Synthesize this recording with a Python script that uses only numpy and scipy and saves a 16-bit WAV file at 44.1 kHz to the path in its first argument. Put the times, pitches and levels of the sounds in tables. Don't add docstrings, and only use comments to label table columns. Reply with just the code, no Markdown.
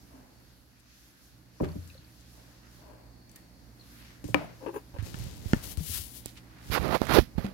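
import sys
import numpy as np
from scipy import signal
from scipy.fft import rfft, irfft, next_fast_len
from scipy.io import wavfile

SR = 44100
rng = np.random.default_rng(int(sys.argv[2]) if len(sys.argv) > 2 else 0)


def persist_wave(psi):
    counts = np.round(np.clip(psi, -1, 1) * 32767).astype(np.int16)
    wavfile.write(sys.argv[1], SR, np.atleast_2d(counts).T)


N = 332372
TIME = np.arange(N) / SR


def from_db(db):
    return 10 ** (np.asarray(db) / 20)


def rms_one(x):
    return x / np.sqrt(np.mean(x ** 2) + 1e-20)


def panned(db):
    return from_db([[db / 2], [-db / 2]])


def gain_curve(points):
    return from_db(np.interp(TIME, *np.transpose(points)))


def at_hz(points, hz):
    known_hz, values = np.transpose(points)
    return np.interp(np.log(hz + 1e-3), np.log(known_hz), values)


def coloured(x, tone):
    n = x.shape[-1]
    size = next_fast_len(n)
    gains = from_db(at_hz(tone, np.fft.rfftfreq(size, 1 / SR)))
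    return rms_one(irfft(rfft(x, size) * gains, size)[..., :n])


def noise(length=N):
    return rng.standard_normal((2, length))


def drift(per_s):
    knots = rng.standard_normal(N // 20)
    return np.interp(TIME * per_s, np.arange(len(knots)), knots)


def add(out, s, sound):
    start = max(round(s * SR), 0)
    out[:, start:start + sound.shape[1]] += sound[:, :N - start]


def ages(length, right_lag_s):
    return np.maximum(TIME[:length] - np.array([[0], [right_lag_s]]), 0)


def swell(s, db, half):
    return from_db(db) * np.exp(-((TIME - s) / half) ** 2)


def stroke(s, rise, fall):
    out, near = np.zeros(N), (TIME > s - rise) & (TIME < s + 10 * fall)
    t = TIME[near] - s
    out[near] = np.clip(1 + t / rise, 0, 1) ** 0.92 * np.exp(-np.maximum(t, 0) / fall)
    return out


def slips(per_s, spread_db, clump_db):
    sizes = from_db(spread_db * np.minimum(rng.exponential(1, (2, N)), 4))
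    signs = rng.choice([-1, 1], (2, N))
    slipping = rng.random((2, N)) < per_s / SR
    return sizes * signs * slipping * from_db(clump_db * drift(160))


def resonances(x, table):
    return rms_one(sum(from_db(db) * signal.lfilter(*signal.iirpeak(hz, hz / width_hz, fs=SR), x)
                       for hz, width_hz, db in table))


def moving_resonance(x, hz, sharpness, step=128):
    hz = np.clip(hz, 350, 3000)
    out, state = np.zeros_like(x), np.zeros((2, 2))
    for i in range(0, N, step):
        angle = 2 * np.pi * hz[i] / SR
        decay = np.exp(-angle / (2 * sharpness))
        feed = np.array([1, 0, -1]) * (1 - decay ** 2) / 2
        feedback = [1, -2 * decay * np.cos(angle), decay ** 2]
        out[:, i:i + step], state = signal.lfilter(feed, feedback, x[:, i:i + step], zi=state)
    return out / np.sqrt(hz)


# (frequency [Hz], level [dB])
ROOM_TONE = [(25, -22), (45, -5), (62, 0), (88, -11), (125, -9), (170, -12), (270, -8), (420, -21),
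             (600, -20), (1300, -28), (1900, -27), (3200, -36), (4800, -30), (8500, -40), (11500, -35),
             (15000, -39)]
# (time [s], level [dB])
AIR_LEVEL = [(0, -56), (0.9, -63), (1.5, -59), (3.5, -56), (7.54, -53)]
# (frequency [Hz], likeness [0-1])
AIR_LIKENESS = [(60, 0.57), (290, 0.82), (640, 0.13), (1400, 0.11), (15000, 0)]
def room_air():
    size = next_fast_len(N)
    alike = at_hz(AIR_LIKENESS, np.fft.rfftfreq(size, 1 / SR))
    shared, opposed = rfft(noise(size))
    spectrum = np.sqrt(1 + alike) * shared + np.sqrt(1 - alike) * opposed * [[1], [-1]]
    air = coloured(irfft(spectrum, size)[:, :N], ROOM_TONE)
    bass = signal.sosfilt(signal.butter(1, 400, fs=SR, output="sos"), air)
    return gain_curve(AIR_LEVEL) * (air + 0.26 * bass * [[-1], [1]])


# (pitch [Hz], level [dB])
HUM_TONES = [(59.6, -61), (119.2, -58.5), (178.4, -66.5), (317.6, -72)]
# (time [s], level [dB])
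HUM_LEVEL = [(0, -4), (1.15, -11), (1.45, 0.5), (4.2, 0.5), (7.54, 4)]
def mains_hum():
    hum = sum(from_db(db + drift(4.5)) * np.sin(2 * np.pi * hz * TIME + 0.44 * drift(2.94))
              for hz, db in HUM_TONES)
    return gain_curve(HUM_LEVEL) * hum * panned(-4)


# (time [s], level [dB], half length [s])
WHISTLE_RISE = (3.25, -74, 0.5)
def whistle(hz, width_hz, resting_db):
    level = from_db(resting_db + 4 * drift(5)) + swell(*WHISTLE_RISE)
    return level * resonances(noise(), [(hz, width_hz, 0)])


# (time [s], level [dB], half length [s])
SLEEVE_STIRS = [(0.084, -65, 0.18), (0.42, -65.5, 0.24), (0.787, -65.5, 0.27), (0.98, -63, 0.14),
                (1.238, -63.5, 0.24), (1.835, -60, 0.34), (2.425, -62.5, 0.35), (2.76, -62, 0.12),
                (3.976, -59, 0.19), (4.48, -64.5, 1)]
# (frequency [Hz], level [dB])
RUSTLE_TONE = [(710, -13), (1250, -0.5), (1650, 0.5), (2300, -3.5), (3200, -3), (4380, 0.5), (6170, -3.5),
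               (8400, -10.5), (11500, -4), (15500, -12)]
CLOTH_EDGES = [500, 1400, 2000, 2800, 4800, 7500, 15900]
def sleeve(flutter_db):
    level = np.sqrt(sum(swell(*stir) ** 2 for stir in SLEEVE_STIRS))
    cloth = coloured(rng.standard_normal((2, 2, N)), RUSTLE_TONE)
    rustle = 0
    for k, edges in enumerate(zip(CLOTH_EDGES, CLOTH_EDGES[1:])):
        band_filter = signal.butter(2, edges, "band", fs=SR, output="sos")
        band = signal.sosfilt(band_filter, cloth[k % 2])
        rustle += band * from_db(flutter_db * drift(12))
    return from_db(0.5) * level * rms_one(rustle)


# (peak time [s], rise
# [s], fall [s], level [dB], groan pitch [Hz], squeak level [dB])
EDGE_DRAGS = [(0.15, 0.066, 0.17, -47.5, 603, -100), (2.4, 0.13, 0.19, -52, 513, -100),
              (2.901, 0.16, 0.18, -45.5, 617, -100), (4.415, 0.0084, 0.0098, -40, 660.5, -66),
              (4.425, 0.0064, 0.0073, -37, 576, -68), (4.445, 0.0078, 0.0058, -40, 640, -56),
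              (4.637, 0.0451, 0.04, -39, 522, -82), (4.664, 0.0033, 0.012, -29, 528, -72.5),
              (4.682, 0.0087, 0.022, -34.5, 347.5, -68), (4.748, 0.019, 0.0076, -35.5, 401, -51),
              (4.765, 0.013, 0.016, -29, 432, -48), (4.952, 0.023, 0.0089, -41, 543, -75),
              (4.967, 0.0078, 0.01, -38.5, 536, -83)]
# (frequency [Hz], level [dB])
EDGE_TONE = [(120, -67), (200, -37), (248, -36), (287, -3), (419, -12), (748, -32), (818, 7), (1020, -4.5),
             (1290, -52), (1600, -6), (1880, -26), (2600, -8), (8570, -86), (9900, -22), (15000, -70)]
# (pitch [Hz], width [Hz], level [dB])
TABLE_HOLLOWS = [(295, 46, 6), (415, 45, -2), (531, 11, 7.5), (847, 55, -8.5), (987, 82, 1), (1554, 78, -5)]
# (pitch [Hz], width [Hz], level [dB])
EDGE_SQUEAKS = [(6800, 120, -4), (10050, 270, -2), (11300, 120, -7), (14500, 300, -2)]
def edge_drags():
    level, squeaking, weighted_hz = 0, 0, 0
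    for s, rise, fall, db, hz, squeak_db in EDGE_DRAGS:
        pressure = stroke(s, rise, fall)
        level += from_db(db) * pressure
        weighted_hz += from_db(db) * pressure * hz
        squeaking += from_db(squeak_db) * pressure
    judder = slips(per_s=830, spread_db=0.5, clump_db=0.5)
    groan_hz = weighted_hz / (level + 1e-20) * (1 + 0.08 * drift(350))
    groan = np.sin(2 * np.pi * np.cumsum(groan_hz) / SR) * from_db(3.4 * drift(270))
    hollow = resonances(judder, TABLE_HOLLOWS)
    scrape = coloured(hollow, [(150, -50), (280, 16.5), (1100, 12.5), (3000, -0.5)])
    scrape += 0.34 * coloured(judder, EDGE_TONE)
    grain = coloured(judder, [(200, -20), (420, 2.5), (650, 5), (980, -1), (1200, -4), (1600, -8),
                              (2500, -14.5), (5000, -20)])
    heavy = from_db(-2.5) * scrape * panned(9.7) + from_db(0.5) * groan * panned(4)
    light = from_db(-5) * grain * panned(0.8)
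    pressed = level ** 2 / (level ** 2 + from_db(-43.5) ** 2)
    squeak = from_db(-3) * resonances(noise(), EDGE_SQUEAKS) * panned(13)
    return level * (pressed * heavy + (1 - pressed) * light) + squeaking * squeak


# (time [s], level [dB], pitch [Hz], ring [cycles], pan [dB])
CASE_THUDS = [(0.14, -45.5, 269, 78, -2), (1.345, -54, 127, 25, -6), (1.611, -18.5, 264, 10.5, 2),
              (1.623, -12, 72, 1, 10), (1.633, -22.5, 394, 24, 2), (1.654, -35, 87, 48, 8),
              (1.762, -25.5, 197, 6.1, 5), (1.782, -34, 89.1, 40, 5), (1.987, -45, 150, 12, 3),
              (4.253, -23, 105, 2.3, -8), (4.296, -34, 117, 21, -11), (4.345, -37, 83, 16, -9),
              (4.936, -41, 89.7, 12, -14), (4.987, -29, 98.8, 15, -17), (5.025, -28, 93, 9.1, -18),
              (5.144, -23, 104.2, 1.07, -20.5), (5.199, -35, 119, 27, -15), (5.265, -30, 129, 7.5, -11),
              (5.42, -39, 111, 3.8, -19), (5.458, -27.5, 93, 4, -26), (5.5333, -2.5, 220, 3.3, -7.5),
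              (5.543, -22.5, 262, 7.5, 13), (5.564, -24.5, 124, 3.9, 15), (5.776, -29, 81, 6.9, 28),
              (5.806, -28.5, 164, 21, 7.5), (5.897, -29, 82, 11, 2), (5.994, -33.5, 81.4, 11, 7),
              (6.259, -21.5, 152, 0.41, -34.5), (6.7, -24, 67.6, 1.4, -31.5), (6.794, -32, 73, 5.4, -36),
              (7.0158, -20.5, 271, 3.6, -29), (7.0167, -23.5, 720, 4.9, -36), (7.188, -12, 85.5, 1.8, -28),
              (7.352, -46, 59.6, 3.4, -49), (7.381, -21.5, 110, 0.69, -41.5), (7.4445, -23, 138, 4, -2),
              (7.4444, -25, 203, 35, 1)]
def thuds(right_lag_s, sag, attack_s):
    out, age = np.zeros((2, N)), ages(SR // 2, right_lag_s)
    onset = 1 - np.exp(-age / attack_s)
    for s, db, hz, cycles, pan_db in CASE_THUDS:
        swing = from_db(-60 * age * hz / cycles)
        pitch_hz = hz * (1 - sag * (1 - swing))
        phase = 2 * np.pi * np.cumsum((age > 0) * pitch_hz, axis=1) / SR
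        add(out, s, from_db(db) * panned(pan_db) * onset * swing * np.sin(phase))
    return out


# (time [s], level [dB], half length [s], strongest at [Hz], pan [dB])
SOFT_BRUSHES = [(0.8, -63, 0.008, 9000, 4), (1.046, -69, 0.071, 1890, -3), (2.21, -65, 0.0073, 7000, 6),
                (2.35, -65.5, 0.28, 4450, 2), (1.62, -60.5, 0.009, 11000, 12),
                (1.645, -48.5, 0.016, 1490, 5), (1.677, -54.5, 0.067, 900, 1), (2.66, -61, 0.036, 1570, -2),
                (3.375, -65.5, 0.077, 1800, 1), (4.075, -60, 0.14, 2050, 2.5), (4.3, -54, 0.017, 7700, 5),
                (5, -53, 0.01, 1890, 15), (5.225, -61, 0.021, 12000, 13), (5.96, -51, 0.033, 1640, 7),
                (6.278, -52.5, 0.036, 3870, -3), (6.378, -53, 0.019, 3100, 1),
                (6.615, -59.5, 0.21, 1640, -2.5)]
def brushes():
    out, t = np.zeros((2, N)), TIME[:SR // 2] - 0.25
    grain = slips(per_s=3700, spread_db=5, clump_db=1.5)
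    for s, db, half, hz, pan_db in SOFT_BRUSHES:
        start = round((s + t[0]) * SR)
        tone = [(hz / 8, -24), (hz / 2, -5), (hz, 0), (hz * 2, -9), (hz * 8, -30)]
        touch = coloured(grain[:, start:start + len(t)], tone)
        add(out, s + t[0], from_db(db) * panned(pan_db) * np.exp(-(t / half) ** 2) * touch)
    return out


# (time [s], level [dB], hardness [Hz], pan [dB], main note boost [dB])
TABLE_BLOWS = [(1.601, -16.5, 1200, -12, -2), (1.607, 6, 444, -1.5, -8.5), (1.632, -10, 450, 5, -15),
               (1.656, -12.5, 450, -3, 0), (1.754, -9, 292, -2, 0.5), (4.240, -13.5, 450, 0.5, 3),
               (4.286, -8, 400, -4, -8.5), (4.3445, -1, 9000, 2, -0.5), (7.444, -14.5, 700, -1, -3)]
# (pitch [Hz], level [dB], ring [s], pan [dB])
TABLE_NOTES = [(174.5, -38.5, 0.24, -14), (295, -16.5, 0.14, -1.5), (403, -21.5, 0.045, -3.5),
               (535, -23.5, 0.065, 19), (598, -33, 0.18, -11), (752, -21.5, 0.053, 6.5),
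               (844, -46, 0.22, 14), (967, -33.5, 0.086, 15), (1120, -22, 0.015, 14.5),
               (1260, -37.5, 0.13, 20), (1840, -21, 0.02, 19), (1910, -47, 0.15, 6), (2410, -13, 0.012, 17),
               (2320, -36, 0.12, 4), (2830, -29, 0.024, 19), (4870, -30.5, 0.0098, -16),
               (7100, -34, 0.0094, -6)]
# (frequency [Hz], level [dB])
WASH_TONE = [(88, -39), (140, 15), (185, 7), (248, 4), (306, -2), (477, 4), (624, 4), (1250, -3),
             (2500, -5), (3500, -13.5), (5510, -17.5), (15000, -44)]
def knocks(wash_db, wash_ring_s, right_lag_s):
    out, t, age = np.zeros((2, N)), TIME[:SR // 2], ages(SR // 2, right_lag_s)
    notes = []
    for k, (hz, db, ring_s, pan_db) in enumerate(TABLE_NOTES):
        wave = (-1) ** k * np.sin(2 * np.pi * hz * age)
        notes.append(from_db(db - 60 * age / ring_s) * panned(pan_db) * wave)
    lowest, main, *higher = notes
    wash = coloured(noise(len(t)), WASH_TONE) * from_db(wash_db - 60 * t / wash_ring_s) * panned(0.58)
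    for s, db, hard_hz, pan_db, main_db in TABLE_BLOWS:
        push = (t + 1 / SR) ** 2 * np.exp(-2 * np.pi * hard_hz * t)
        blow = from_db(db) * panned(pan_db) * push / push.sum()
        ring = lowest + from_db(main_db) * main + sum(higher) + wash
        add(out, s, signal.fftconvolve(blow, ring, axes=1))
    return out


# (time [s], level [dB], pitch [Hz], ring [s])
SHORT_NOTES = [(1.602, -34.5, 1014, 0.042), (1.64, -39, 1180, 0.06), (1.645, -42, 596, 0.28),
               (1.664, -35, 378, 0.11), (1.687, -45, 4270, 0.021), (1.717, -44, 4470, 0.018),
               (1.828, -47, 4300, 0.014), (1.852, -55, 4450, 0.02), (1.899, -48, 3900, 0.022),
               (1.899, -49, 2560, 0.08), (1.934, -53, 4280, 0.015), (1.944, -47.5, 4300, 0.025),
               (1.951, -46.5, 527, 0.067), (1.978, -43, 4330, 0.022), (2.046, -47.5, 4430, 0.02),
               (3.294, -47, 6250, 0.02), (3.366, -56.5, 1850, 0.17), (3.796, -48, 4400, 0.03),
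               (3.809, -47, 4200, 0.059), (4.409, -33.5, 644, 0.067), (4.443, -33, 700, 0.041),
               (4.681, -32, 346, 0.16), (4.7615, -32.5, 418, 0.077), (4.949, -43, 540, 0.054),
               (7.465, -42.5, 2440, 0.037)]
def short_notes(attack_s, waver):
    out, t = np.zeros((2, N)), TIME[:SR // 3]
    unsteady = 1 + waver * np.array([drift(500), drift(500)])
    onset = 1 - np.exp(-t / attack_s)
    for s, db, hz, ring_s in SHORT_NOTES:
        pitch_hz = hz * np.roll(unsteady, -round(s * SR), axis=1)[:, :len(t)]
        phase = 2 * np.pi * np.cumsum(pitch_hz, axis=1) / SR
        add(out, s, panned(1.2) * onset * from_db(db - 60 * t / ring_s) * np.sin(phase))
    return out


# (time [s], level [dB], strongest at [Hz], pan [dB], echo level [dB], ring [s])
NAIL_TICKS = [(1.641, -39, 1800, -1, -24, 0.006), (1.647, -39.5, 1800, 0, -24, 0.006),
              (1.654, -43, 1500, -3, -24, 0.0065), (1.688, -46, 2500, 2, -22, 0.006),
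              (1.876, -50, 8000, 13, -16, 0.0035), (3.2947, -55, 9000, 9, -15, 0.008),
              (3.315, -54, 9000, 7, -16, 0.012), (3.3592, -42, 14100, -1, -22, 0.018),
              (3.3634, -47.5, 13000, 2, -20, 0.014), (4.242, -48.5, 6100, 18, -10, 0.0059),
              (4.279, -48, 12000, 8, -10, 0.008), (4.3448, -32.5, 11100, 18.5, -33, 0.0065),
              (4.986, -46, 1790, 8, -8.5, 0.011), (5.027, -47, 9000, 16, -27, 0.0043),
              (5.143, -41.5, 3980, 16, -36, 0.0038), (5.362, -50, 11200, 9, -18, 0.005),
              (5.5336, -20.5, 1780, 1, -26.5, 0.006), (5.773, -39, 8000, 14, -17, 0.005),
              (6.2593, -25, 11400, -11.5, -31.5, 0.0034), (6.83, -38, 900, -25, -36, 0.004),
              (6.881, -38, 3850, -20, -32, 0.004), (6.95, -28, 3020, -12, -29, 0.004),
              (6.979, -42, 4600, -16, -34, 0.004), (7.017, -30, 1300, -31, -27, 0.0039),
              (7.0168, -36.5, 4300, -20, -32, 0.0033), (7.054, -36, 4500, -11, -23, 0.004),
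              (7.069, -37, 1810, -24.5, -13.5, 0.004), (7.383, -45, 800, -14, -34, 0.0032),
              (7.4455, -40.5, 1290, -11, -23, 0.024), (7.454, -40, 2200, -8, -30, 0.01),
              (7.465, -38.5, 2600, -10, -33, 0.0088)]
def ticks(echo_ring_s):
    out, t = np.zeros((2, N)), TIME[:SR // 5]
    for s, db, hz, pan_db, echo_db, ring_s in NAIL_TICKS:
        fade = from_db(-60 * t / ring_s) + from_db(echo_db - 60 * t / echo_ring_s)
        tone = [(hz / 30, -16), (hz / 4, -4), (hz, 0), (hz * 2, -9), (hz * 8, -28)]
        add(out, s, from_db(db) * panned(pan_db) * fade * coloured(noise(len(t)), tone))
    return out


# (peak time [s], rise [s], fall [s], level [dB], glide [0 creeping to 1 gliding], pan [dB])
HAND_SLIDES = [(5.07, 0.052, 0.038, -47, 0.26, 14), (5.21, 0.17, 0.24, -49.5, 0.026, 10),
               (5.515, 0.12, 0.18, -48.5, 0.31, 8.5), (5.644, 0.023, 0.041, -40.5, 0.81, 12),
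               (5.72, 0.072, 0.015, -39.5, 0.92, 19), (5.781, 0.013, 0.085, -49, 0.49, 22),
               (5.962, 0.17, 0.06, -32.5, 1, 14), (6.181, 0.13, 0.031, -44.5, 1, 13),
               (6.74, 0.15, 0.12, -49.5, 0.41, 3)]
# (frequency [Hz], level [dB])
GRIP_TONE = [(180, -18), (400, -3), (650, -5), (1100, -11), (2500, -10), (4500, -8), (7000, -11),
             (9000, -18), (12000, -20), (15500, -25)]
# (frequency [Hz], level [dB])
SLIDE_TONE = [(240, -44), (400, -28), (419, -11), (459, -25), (873, -26), (1050, -16.5), (2590, -6),
              (3010, -2), (8280, -2.5), (11100, 3), (15500, -3)]
def hand_slide(crackle_db, grip_rumble_db, glide_rumble_db):
    creep_power, glide_power, rumble_power = 0, 0, 0
    for s, rise, fall, db, glide, pan_db in HAND_SLIDES:
        power = (from_db(db) * stroke(s, rise, fall)) ** 2
        sides = panned(pan_db) ** 2 / np.sum(panned(pan_db) ** 2)
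        shake = (1 - glide) * from_db(grip_rumble_db) + glide * from_db(glide_rumble_db)
        creep_power += (1 - glide) * sides * power
        glide_power += glide * sides * power
        rumble_power += power * shake ** 2
    grip = coloured(slips(per_s=2600, spread_db=-2, clump_db=0), GRIP_TONE)
    hiss = coloured(slips(per_s=32000, spread_db=4.5, clump_db=1), SLIDE_TONE)
    crackle = coloured(slips(per_s=170, spread_db=4, clump_db=1), SLIDE_TONE)
    creep = rms_one(grip + from_db(crackle_db) * crackle)
    skin = from_db(4.5) * np.sqrt(creep_power) * creep + from_db(3.5) * np.sqrt(glide_power) * hiss
    rumble = coloured(noise(), [(20, -28), (50, 18.5), (95, 15), (200, 6), (400, -2.5), (1200, -30)])
    return skin + np.sqrt(rumble_power) * rumble * panned(-2.6)


# (time [s], level [dB], pan [dB])
FINGER_CLACKS = [(5.143, -43, 11), (5.5336, -24.5, 8), (7.016, -45, -30)]
# (pitch [Hz], level [dB], ring [s])
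CASE_NOTES = [(584, -15.5, 0.073), (930, -14.5, 0.075), (1080, -30, 0.02), (1405, 4.5, 0.02),
              (1790, -3.5, 0.048), (2160, -3.5, 0.015), (2810, -0.5, 0.0077), (3360, -9.5, 0.0085)]
def clacks(right_lag_s):
    out, age = np.zeros((2, N)), ages(SR // 5, right_lag_s)
    ring = sum((-1) ** k * from_db(db - 60 * age / ring_s) * np.sin(2 * np.pi * hz * age)
               for k, (hz, db, ring_s) in enumerate(CASE_NOTES))
    for s, db, pan_db in FINGER_CLACKS:
        add(out, s, from_db(db) * panned(pan_db) * ring)
    return out


# (peak time [s], rise [s], fall [s], rasp [dB], hiss [dB],
# rumble [dB], pitch at the peak [Hz], pitch drop [octaves/s])
FINGER_STROKES = [(6.742, 0.037, 0.013, -31, -30.5, -38, 1380, 5),
                  (6.778, 0.03, 0.0051, -26.5, -66, -46, 830, 18),
                  (6.855, 0.067, 0.045, -35, -47, -36.5, 480, 2),
                  (6.91, 0.033, 0.023, -36.5, -48.5, -38, 480, 0),
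                  (6.955, 0.045, 0.0097, -28, -41, -51, 610, 14),
                  (7.025, 0.029, 0.084, -47.5, -47.5, -42.5, 650, 0),
                  (7.118, 0.037, 0.025, -25.5, -37, -35.5, 720, 33),
                  (7.156, 0.032, 0.012, -26.5, -29.5, -35, 595, 28),
                  (7.189, 0.039, 0.005, -21, -40.5, -33, 379, -18),
                  (7.213, 0.026, 0.0086, -68, -54, -43, 450, -4),
                  (7.382, 0.0034, 0.012, -37.5, -53, -33.5, 500, -3),
                  (7.45, 0.095, 0.05, -47.5, -54.5, -53, 490, -8)]
# (frequency [Hz], level [dB])
RASP_TONE = [(180, -59), (300, 0.5), (421, 2), (502, -1.5), (874, -8), (1270, -4), (1480, -8),
             (3500, -22.5), (4550, -24), (7700, -120)]
RUMBLE_TONE = [(20, -18), (50, 4), (110, 6), (250, 3.5), (360, -49), (520, -46), (1200, -66)]
HISS_TONE = [(900, -30), (1400, -31), (1800, -4.5), (2500, -2), (3100, -5), (3420, -4), (4820, -3),
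             (5660, -7), (8160, -19.5), (11500, -6), (12600, -9), (15500, -14.5)]
def finger_rub(hiss_linger_s, rumble_linger_s):
    rasping, hissing, rumbling, weighted_hz = 0, 0, 0, 0
    for s, rise, fall, rasp_db, hiss_db, rumble_db, hz, drop in FINGER_STROKES:
        pressure = from_db(rasp_db) * stroke(s, rise, fall)
        lead = 0.053 * rise
        rasping += pressure
        hissing += from_db(hiss_db) * stroke(s - lead, rise - lead, fall + hiss_linger_s)
        rumbling += from_db(rumble_db) * stroke(s, rise, fall + rumble_linger_s)
        weighted_hz += pressure * hz * 2 ** (drop * np.clip(s - TIME, 0, rise))
    friction = slips(per_s=5500, spread_db=2.2, clump_db=1.4)
    hollow = moving_resonance(friction, weighted_hz / (rasping + 1e-20), sharpness=0.67)
    hollow = coloured(hollow, [(120, -10), (300, 9), (2000, -6), (5000, -28), (8000, -24)])
    rasp = from_db(8) * rasping * rms_one(coloured(friction, RASP_TONE) + hollow)
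    rumble = from_db(10.5) * rumbling * coloured(friction, RUMBLE_TONE)
    hiss = from_db(3.5) * hissing * coloured(friction, HISS_TONE)
    return (rasp + rumble) * from_db([[-37], [0]]) + hiss * from_db([[-24], [0]])


# (peak time [s], rise [s], fall [s], level [dB], pitch at the peak [Hz], pitch drop [octaves/s])
FINGER_CATCHES = [(6.752, 0.009, 0.014, -22, 1350, 8), (6.78, 0.016, 0.0032, -32, 820, 23),
                  (6.872, 0.035, 0.033, -32.5, 580, 1), (6.946, 0.025, 0.014, -26.5, 620, 8),
                  (7.033, 0.017, 0.01, -27.5, 670, 3), (7.135, 0.041, 0.015, -27, 1320, 9),
                  (7.394, 0.006, 0.006, -34, 570, -2)]
def finger_catch():
    level, weighted_hz = 0, 0
    for s, rise, fall, db, hz, drop in FINGER_CATCHES:
        pressure = from_db(db) * stroke(s, rise, fall)
        level += pressure
        weighted_hz += pressure * hz * 2 ** (drop * np.clip(s - TIME, -fall, rise))
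    ring = moving_resonance(noise(), weighted_hz / (level + 1e-20), sharpness=7)
    return level * rms_one(ring) * from_db([[-35], [0]])


def scene():
    table = knocks(wash_db=-32.5, wash_ring_s=0.52, right_lag_s=0.000865)
    table += from_db(-5) * edge_drags() + short_notes(attack_s=0.00096, waver=0.042)
    handling = thuds(right_lag_s=0.00043, sag=0.067, attack_s=0.00028)
    handling += ticks(echo_ring_s=0.54) + clacks(right_lag_s=0.00036) + brushes()
    handling += hand_slide(crackle_db=-8, grip_rumble_db=9, glide_rumble_db=-12.5)
    handling += finger_rub(hiss_linger_s=0.011, rumble_linger_s=0.0049) + finger_catch()
    handling += sleeve(flutter_db=2.5)
    room = room_air() + mains_hum() + whistle(hz=4450, width_hz=130, resting_db=-81)
    return table + handling + room


def record(dry):
    bass_cut = signal.butter(4, 36, "high", fs=SR, output="sos")
    treble_cut = signal.ellip(10, 0.1, 80, 15800, fs=SR, output="sos")
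    thin = signal.sosfilt(bass_cut, dry)
    return signal.sosfilt(treble_cut, np.clip(thin, -1, 1))


dry = scene()
out = record(dry)
persist_wave(out)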